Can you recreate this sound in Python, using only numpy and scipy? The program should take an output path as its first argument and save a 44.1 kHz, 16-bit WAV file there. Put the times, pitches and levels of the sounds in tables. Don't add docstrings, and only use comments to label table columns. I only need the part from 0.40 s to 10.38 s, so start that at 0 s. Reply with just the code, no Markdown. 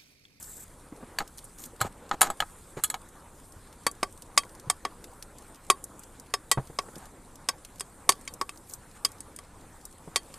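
import sys
import numpy as np
from scipy import signal
from scipy.fft import rfft, irfft
from scipy.io import wavfile
from scipy.ndimage import uniform_filter1d

SR = 44100
rng = np.random.default_rng(int(sys.argv[2]) if len(sys.argv) > 2 else 0)


def persist_wave(psi):
    counts = np.round(np.clip(psi, -1, 1) * 32767).astype(np.int16)
    wavfile.write(sys.argv[1], SR, np.atleast_2d(counts).T)


def convert_level_to_amplitude(level_db):
    exponent = np.asarray(level_db, float) / 20
    return 10 ** exponent


N = 440118

# frequency in Hz, relative level in dB, t60 in s before capping and scaling per blow.
LID_MODES = [(807, -20, 5.0), (1270, -7, 0.072), (1685, -14, 0.073), (2159, -25, 0.092), (2982, -28, 0.21),
             (3359, -20, 0.13), (3892, -25, 0.11), (4161, -17, 0.081), (4544, -25, 0.2), (5620, -30, 0.1),
             (6535, -20, 0.066), (7036, -9, 0.058), (7843, -18, 0.11), (8463, -20, 0.054),
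             (8899, -22, 0.074), (9200, -25, 0.072), (9873, -10, 0.053), (10010, -8, 0.05),
             (10540, -16, 0.061), (10860, 0, 0.021), (11260, -15, 0.018), (11690, -25, 0.07),
             (11950, -15, 0.046), (12280, -20, 0.084), (12380, -21, 0.075), (12730, -20, 0.085)]
# frequency in Hz, relative density in dB.
LID_CLATTER = [(88, -41.5), (150, -14), (459, -11), (757, -0.5), (1300, -3.5), (2310, -10), (3400, -16),
               (5950, -16), (6810, -9), (8920, -14), (10200, -28), (14200, -15.5), (15000, -39)]
# centre in Hz, t60 of the clatter in s before scaling per blow.
BANDS = [(900, 0.04), (3500, 0.027), (9000, 0.032)]


def unit_rms(x):
    return x / np.sqrt(np.mean(x ** 2) + 1e-20)


def read_curve(points, hz):
    f, value = np.transpose(points)
    return np.interp(np.log(hz + 1), np.log(f + 1), value)


def band_share(hz, band):
    corners = [(f, float(k == band)) for k, (f, _) in enumerate(BANDS)]
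    return read_curve(corners, hz) ** 1.717


def coloured(noise, gain):
    return unit_rms(irfft(rfft(noise) * gain, len(noise)))


def add(mix, start_s, sound):
    part = mix[round(start_s * SR):][:len(sound)]
    part += sound[:len(part)]


def struck_steel(rows, modes, clatter, decay_scale, ring_db, ring_per_hard, rise_s, crack_db,
                 upper_ring_db, twin_db, favour_db, spot_db, gather_db):
    longest_t60_s = 0.075
    longer_per_db = 0.012
    out, t, bins = np.zeros(N), np.arange(6144) / SR, np.fft.rfftfreq(6144, 1 / SR)
    hz, mode_db, t60_s = np.transpose(modes)[:, :, None]
    rise = 1 - np.exp(-t / rise_s)
    crack = convert_level_to_amplitude(crack_db - 60 * t / 0.01)
    high_pass = bins ** 2 / (bins ** 2 + 147.0 ** 2)
    for s, db, body_db, treble_db, best_hz in rows:
        scale = decay_scale * np.exp(longer_per_db * (db + 27))
        place = rng.standard_normal((3, len(modes), 1))
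        noise = rng.standard_normal(len(t))

        phase = 2 * np.pi * hz * (1 + 0.0073 * place[1]) * t
        pair = np.sin(phase) + convert_level_to_amplitude(twin_db) * np.sin(phase * (1 + 0.018 * place[2]))
        place_db = 3.5 * place[0]
        place_db += favour_db * np.exp(-(np.log2(hz / best_hz) / 0.045) ** 2)
        ring_t60_s = np.minimum(t60_s, longest_t60_s) * np.sqrt(scale)
        ring = convert_level_to_amplitude(mode_db + place_db - 60 * t / ring_t60_s) * pair

        spot = spot_db * np.exp(-(np.log2((bins + 1) / best_hz) / 0.04) ** 2)
        near_modes = convert_level_to_amplitude(0.5 * (mode_db + place_db)) / (1 + ((bins - hz) / (0.011 * hz)) ** 2)
        colour = convert_level_to_amplitude(read_curve(clatter, bins) + spot)
        colour *= (1 + convert_level_to_amplitude(gather_db) * near_modes.sum(0)) * high_pass

        tones = [(body_db, 0), (0, upper_ring_db), (treble_db, upper_ring_db)]
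        for band, (band_db, tone_db) in enumerate(tones):
            dense = coloured(noise, colour * band_share(bins, band))
            dense *= crack + convert_level_to_amplitude(-60 * t / (BANDS[band][1] * scale))
            lines = (band_share(hz, band) * ring).sum(0)
            lines_gain = convert_level_to_amplitude(ring_db + ring_per_hard * treble_db + tone_db)
            part = rise * (dense + lines_gain * lines / np.std(lines[:200]))
            add(out, s - rise_s, convert_level_to_amplitude(db + band_db) * part / np.std(part[:200]))
    return out


def lid():
    # time in s, onset level of the middle band in dB, body re middle in dB (weight),
    # treble re middle in dB (hardness), frequency that this spot rings best in Hz.
    blows = [(0.7869, -25.5, -5.5, -7.5, 4530), (0.8039, -38.5, 8, -16, 1990), (1.405, -40.5, -2, -5, 4200),
             (1.4105, -40.5, 5, 7, 7700), (1.4144, -28.5, 7.5, 1.5, 7460), (1.4224, -39, 3, -6, 4200),
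             (1.713, -33, 10.5, -20, 1850), (1.8104, -30, 2.5, 8, 2720), (1.8159, -19, 3, 8, 10160),
             (1.8294, -28, 5.5, -2, 7300), (1.902, -39.5, 14.5, 6.5, 7850),
             (2.0036, -22.5, -3, -11.5, 3080), (2.023, -42.5, 15, -20, 2560), (2.3725, -51, 4, -12, 2340),
             (2.4377, -30.5, -5.5, 11.5, 8060), (2.4441, -31, -17, 6, 10100), (2.5014, -36, -4.5, 10, 8030),
             (2.5425, -34, 3.5, -9, 2240)]
    return struck_steel(blows, LID_MODES, LID_CLATTER, decay_scale=1.9, ring_db=-14.5, ring_per_hard=0.7,
                        rise_s=0.00073, crack_db=10.0, upper_ring_db=2.0, twin_db=6.0, favour_db=4.0,
                        spot_db=12.5, gather_db=20.0)


def ladle():
    # time in s, onset level of the middle band in dB, body re middle in dB (weight),
    # treble re middle in dB (hardness), frequency that this spot rings best in Hz.
    blows = [(3.4665, -24, 2.5, 0.5, 4460), (3.6302, -28.5, 7.5, -3.5, 1850),
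             (3.9768, -14.5, -3.5, -3, 5400), (4.0347, -52.5, 8, -6, 2090), (4.2999, -25.5, 1.5, 7, 4120),
             (4.4511, -32, 6.5, -8, 1760), (5.301, -17, 3.5, -0.5, 1130), (5.939, -25, -0.5, -3, 5230),
             (6.1151, -19.5, -4.5, 2.5, 1930), (6.3882, -26.5, 2.5, -9.5, 5300),
             (7.0881, -24, -3.5, 0, 5270), (7.3972, -46.5, -28, 9.5, 5200), (7.4074, -36.5, -2, 6, 8400),
             (7.6923, -16.5, 2, 2, 5730), (7.7214, -34.5, -5, -2, 4140), (7.877, -34, -17, -5.5, 2230),
             (8.0133, -32, 8.5, -3.5, 5470), (8.0928, -38, -2.5, -1, 2580), (8.6493, -20, -12, -2.5, 4970),
             (8.8057, -55.5, -20, 19, 8100), (8.9628, -57, -20, 17.5, 12000), (8.9883, -47, 0, 5, 2040),
             (9.7599, -20.5, -7, -4.5, 4430), (9.7784, -45.5, -14, 2, 3240), (9.9408, -47.5, -3, 2, 4200)]
    # frequency in Hz, relative level in dB, t60 in s before capping and scaling per blow.
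    pot_modes = [(398, -15, 0.088), (738, -20, 0.087), (1130, 0, 0.07), (1567, -17, 0.072),
                 (1760, -17, 0.069), (1938, -13, 0.055), (2579, -19, 0.058), (3219, -17, 0.1),
                 (3736, -23, 0.099), (4597, -9, 0.059), (4974, -4, 0.032), (5152, -7, 0.043),
                 (5620, -22, 0.048), (5895, -18, 0.041), (6401, -13, 0.044), (6578, -12, 0.053),
                 (7316, -13, 0.035), (7870, -14, 0.056), (8716, -5, 0.031), (8995, -23, 0.16),
                 (10210, -23, 0.071), (11120, -29, 0.089), (12140, -26, 0.042)]
    # frequency in Hz, relative density in dB.
    pot_clatter = [(88, -51), (150, -18), (728, -11.5), (1110, -8.5), (1700, -16), (2230, -4.5),
                   (2650, -14), (3270, -14.5), (5200, -15), (5720, -12), (8580, -4.5), (13400, -16.5),
                   (15000, -37)]
    return struck_steel(blows, pot_modes, pot_clatter, decay_scale=1.26, ring_db=-2.5, ring_per_hard=0.05,
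                        rise_s=0.0006, crack_db=1.5, upper_ring_db=-3.0, twin_db=-2.0, favour_db=10.5,
                        spot_db=9.5, gather_db=13.0)


def scrapes():
    # start in s, length in s,
    # rms before the taper in dB, tilt in dB per octave.
    rubs = [(0.792, 0.043, -35.5, -6), (1.168, 0.12, -48, 5), (1.391, 0.022, -47, -6.5),
            (1.427, 0.062, -41, -4), (1.715, 0.041, -35, -6), (1.817, 0.072, -33.5, -3.5),
            (1.861, 0.075, -37.5, -6.5), (2.007, 0.036, -39, -6.5), (2.361, 0.052, -42, -5),
            (6.571, 0.12, -52, -5), (8.546, 0.038, -53, -2.5), (8.268, 0.11, -53, 10)]
    out = np.zeros(N)
    for s, length_s, db, tilt_db in rubs:
        count = round(length_s * SR)
        bins = np.fft.rfftfreq(count, 1 / SR) + 1
        roughness = unit_rms(uniform_filter1d(rng.standard_normal(count), size=150))
        impacts = rng.standard_normal(count) * convert_level_to_amplitude(2.2 * roughness)
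        colour = convert_level_to_amplitude(read_curve(LID_CLATTER, bins) + tilt_db * np.log2(bins / 1000))
        colour *= 1 + 0.83 * sum(1 / (1 + ((bins - hz) / (0.075 * hz)) ** 2) for hz, _, _ in LID_MODES)
        add(out, s, convert_level_to_amplitude(db) * coloured(impacts, colour) * signal.windows.tukey(count, 0.6))
    return out


def vent():
    # centre in Hz, -3 dB width in Hz (below 250 counts as 250), relative level in dB.
    whistles = [(7400, 230, 9), (7890, 32, 12), (9180, 130, -4), (11100, 98, -1), (13200, 180, 9)]
    level_db, end_s = -49.5, 0.243
    count = round(end_s * SR)
    hz = np.fft.rfftfreq(count, 1 / SR)
    peaks = sum(convert_level_to_amplitude(db) / np.sqrt(1 + (2 * (hz - f) / max(width, 250)) ** 2) for f, width, db in whistles)
    high_pass = hz ** 4 / (hz ** 4 + 3200.0 ** 4)
    flutter = convert_level_to_amplitude(1.3 * unit_rms(uniform_filter1d(rng.standard_normal(count), size=600)))
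    jet = coloured(rng.standard_normal(count), peaks * high_pass) * flutter
    return np.pad(convert_level_to_amplitude(level_db) * jet, (0, N - count))


def ticks():
    # time in s, level in dB, spectral width (standard deviation) in octaves.
    clear = [(0.0276, -24, .54), (0.042, -31, 1.1), (0.8768, -30, 1.2), (0.976, -31, 0.69),
             (0.983, -27, 1.2), (0.99, -30, 1.7), (1.043, -25.5, 0.21), (1.05, -32, .53),
             (1.186, -30.5, 1.1), (1.1957, -32, 0.6), (1.239, -22.5, 1.25), (1.2604, -28, 0.5),
             (1.693, -32, 2.2), (2.6888, -34.5, 0.6), (3.123, -34.5, .67), (3.328, -35.5, 2.3),
             (3.514, -25.5, 0.48), (3.726, -34, 0.39), (3.968, -34, .8), (3.822, -26, 1.2),
             (4.151, -34, 1.1), (4.198, -30.5, 1.3), (4.6424, -26.5, 3), (4.8258, -23, 1.45),
             (4.985, -32, 0.91), (5.1464, -35.5, 3.1), (5.267, -37, 0.75), (5.4414, -19.5, 0.49),
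             (5.594, -27, .37), (5.6355, -31, 1.2), (5.7987, -28, 0.66), (6.273, -34.5, 2),
             (6.557, -28, 1.5), (6.5827, -30.5, 0.38), (6.656, -34, 1.1), (6.957, -33.5, 1),
             (7.2496, -26, 2.6), (7.8125, -33, 0.42), (7.939, -24.5, 0.56), (8.175, -33, 0.98),
             (8.298, -28.5, 0.75), (8.31, -33, 1), (8.337, -19, 0.55), (8.7186, -31.5, .88),
             (9.4537, -23, 0.69)]
    centre_hz, centre_scatter, tail_t60_s = 9200, 0.024, 0.035
    faint_count, faint_db, faint_octaves = 16, -41.5, 1.4
    out, t = np.zeros(N), np.arange(4096) / SR
    bins = np.fft.rfftfreq(len(t), 1 / SR) + 1
    low_pass = 1 / np.sqrt(1 + (bins / 10500) ** 6)
    spike, tail = convert_level_to_amplitude(-60 * t / 0.0037), convert_level_to_amplitude(-14.5 - 60 * t / tail_t60_s)
    shape = (spike + tail) * (1 - np.exp(-t / 0.00082))
    faint = [(u * N / SR, faint_db + 4 * v, faint_octaves) for u, v in rng.random((faint_count, 2))]
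    for s, db, octaves in clear + faint:
        hz = centre_hz * (1 + centre_scatter * rng.standard_normal())
        hump = np.exp(-0.5 * (np.log2(bins / hz) / octaves) ** 2)
        snap = coloured(rng.standard_normal(len(t)), hump * low_pass)
        add(out, max(s - 0.0006, 0), convert_level_to_amplitude(db) * shape * snap)
    return out


def bumps():
    # time in s, level in dB, frequency in Hz, t60 in s, rustle re swing in dB.
    thuds = [(0.524, -34.5, 288, 0.052, -1.5), (0.574, -40, 410, 0.057, -2.5), (0.612, -44, 127, 0.067, 1),
             (0.628, -33, 244, 0.072, -2), (1.413, -26, 118, 0.13, -10), (1.449, -28, 102, 0.074, 0.5),
             (2.371, -34, 370, 0.087, 4.5), (3.165, -38.5, 87.5, 0.11, -10),
             (4.273, -28.5, 137, 0.064, -17), (6.175, -17.5, 133, 0.1, -2), (6.3, -36, 148, 0.061, -1),
             (6.486, -41, 316, 0.045, 8), (6.565, -44.5, 191, 0.13, 4.5), (7.675, -46, 460, 0.068, 2),
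             (9.677, -35.5, 160, 0.059, 0.5)]
    out, t = np.zeros(N), np.arange(8192) / SR
    low_pass = 1 / (1 + (np.fft.rfftfreq(len(t), 1 / SR) / 900) ** 3.03)
    for s, db, hz, t60_s, rustle_db in thuds:
        rustle = convert_level_to_amplitude(rustle_db - 60 * t / 0.4) * coloured(rng.standard_normal(len(t)), low_pass)
        swing = np.sin(2 * np.pi * hz * t)
        shape = convert_level_to_amplitude(db - 60 * t / t60_s) * (1 - np.exp(-t / 0.0025))
        add(out, s - 0.002, shape * (swing + rustle))
    return out


def kitchen():
    # time in s, bustle of lid and ladle in dB, steam rising from the pot in dB.
    activity = [(0.0, -1.5, 3), (0.08, -1.5, 7), (0.3, -1.5, 2), (0.83, 2.5, -2), (1.1, -1, 1),
                (1.7, 1.5, -1), (1.89, 7, -2), (2.05, 0, 3), (2.75, 0, -1), (4.399, 0.7, -1), (5.2, -.5, 0),
                (5.39, 1.5, 0.3), (5.9, 0.5, -2.5), (6.48, 2.5, 2.5), (6.899, -0.5, -2), (7.9, 0.8, 1),
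                (8.1, -1.5, 0), (8.7, 1.5, 0.1), (9.8, -0.9, 0.2), (9.98, 3, 4)]
    # frequency in Hz, relative density in dB.
    air = [(120, -49.5), (200, 4), (309, -8.5), (370, -6.5), (419, -9.5), (494, -3.5), (602, -13),
           (998, -9.5), (1410, -11), (1600, -12.5), (3010, -24), (5660, -21), (8410, -13), (13700, -27.5),
           (15000, -37.5)]
    # resting level in dB, share of the bustle, share of the steam.
    layers = [(-55.5, .99, 0.01), (-67, 0.69, .3), (-61, .1, .99)]
    swell_db = 0.97
    frames, hz = N // 128 + 5, np.fft.rfftfreq(512, 1 / SR)
    real, imag, patches = rng.standard_normal((frames, len(hz), 3)).T
    patches = unit_rms(uniform_filter1d(uniform_filter1d(patches, size=8, axis=0), size=14, axis=1))
    bursts = np.minimum(rng.exponential(1, frames), 4) * (rng.random(frames) < 0.06)
    rolls = unit_rms(uniform_filter1d(np.minimum(rng.exponential(1, frames), 3) ** 2, size=9))
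    patches += 0.6 * rolls * ((hz > 700) & (hz < 2500))[:, None]
    texture_db = 2.27 * patches + 2.5 * bursts * (hz > 2500)[:, None]
    z = (real + 1j * imag) * convert_level_to_amplitude(read_curve(air, hz)[:, None] + texture_db)
    s, bustle_db, steam_db = np.transpose(activity)
    out = np.zeros(N)
    for band, (db, busy, steamy) in enumerate(layers):
        drift = uniform_filter1d(uniform_filter1d(rng.standard_normal(frames), size=50), size=50)
        gain = band_share(hz, band)[:, None] * convert_level_to_amplitude(swell_db * unit_rms(drift))
        part = signal.istft(z * gain, nperseg=512, noverlap=384)[1][:N]
        course_db = np.interp(np.arange(N) / SR, s, busy * bustle_db + steamy * steam_db)
        out += convert_level_to_amplitude(db + course_db) * unit_rms(part)
    return out


def rumble():
    # frequency in Hz, relative density in dB.
    drone_curve = [(8.8, -43.5), (15, 2), (48, -2.5), (75, -3), (124, -7), (161, -8.5), (200, -11),
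                   (260, -38), (440, -120)]
    # frequency in Hz, rms in dB.
    deep_tone = [(26.9, -64)]
    drone_db = -56
    gain = convert_level_to_amplitude(read_curve(drone_curve, np.fft.rfftfreq(N, 1 / SR)))
    drone = coloured(rng.standard_normal(N), gain)
    t = np.arange(N) / SR
    tone = sum(convert_level_to_amplitude(db) * np.sqrt(2) * np.sin(2 * np.pi * hz * t) for hz, db in deep_tone)
    return convert_level_to_amplitude(drone_db) * drone + tone


def with_side_noise(x, less_db):
    # frequency in Hz, side re mid in dB before less_db is taken off.
    spread = [(3000, -70.5), (4400, -16.5), (8000, -7), (14900, -9)]
    hz, _, z = signal.stft(x, SR, nperseg=256)
    phase = 2 * np.pi * rng.random(z.shape[::-1]).T
    z *= convert_level_to_amplitude(read_curve(spread, hz) - less_db)[:, None] * np.exp(1j * phase)
    side = signal.istft(z, SR, nperseg=256)[1][:N]
    return np.array([x + side, x - side])


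def scene():
    contacts = lid() + ladle() + scrapes() + bumps()
    steady = vent() + ticks() + kitchen() + rumble()
    return with_side_noise(contacts, less_db=13.5) + with_side_noise(steady, less_db=-5.0)


def band_limit(x):
    return signal.sosfilt(signal.butter(12, 15480, fs=SR, output="sos"), x)


def record(dry):
    soft = dry / (1 + (dry / 0.86) ** 4) ** 0.25
    low_pass = signal.firwin(255, 14400.0, window=("kaiser", 6), fs=SR)[None]
    return band_limit(signal.oaconvolve(soft, low_pass, "same"))


dry = scene()
out = record(dry)
persist_wave(out)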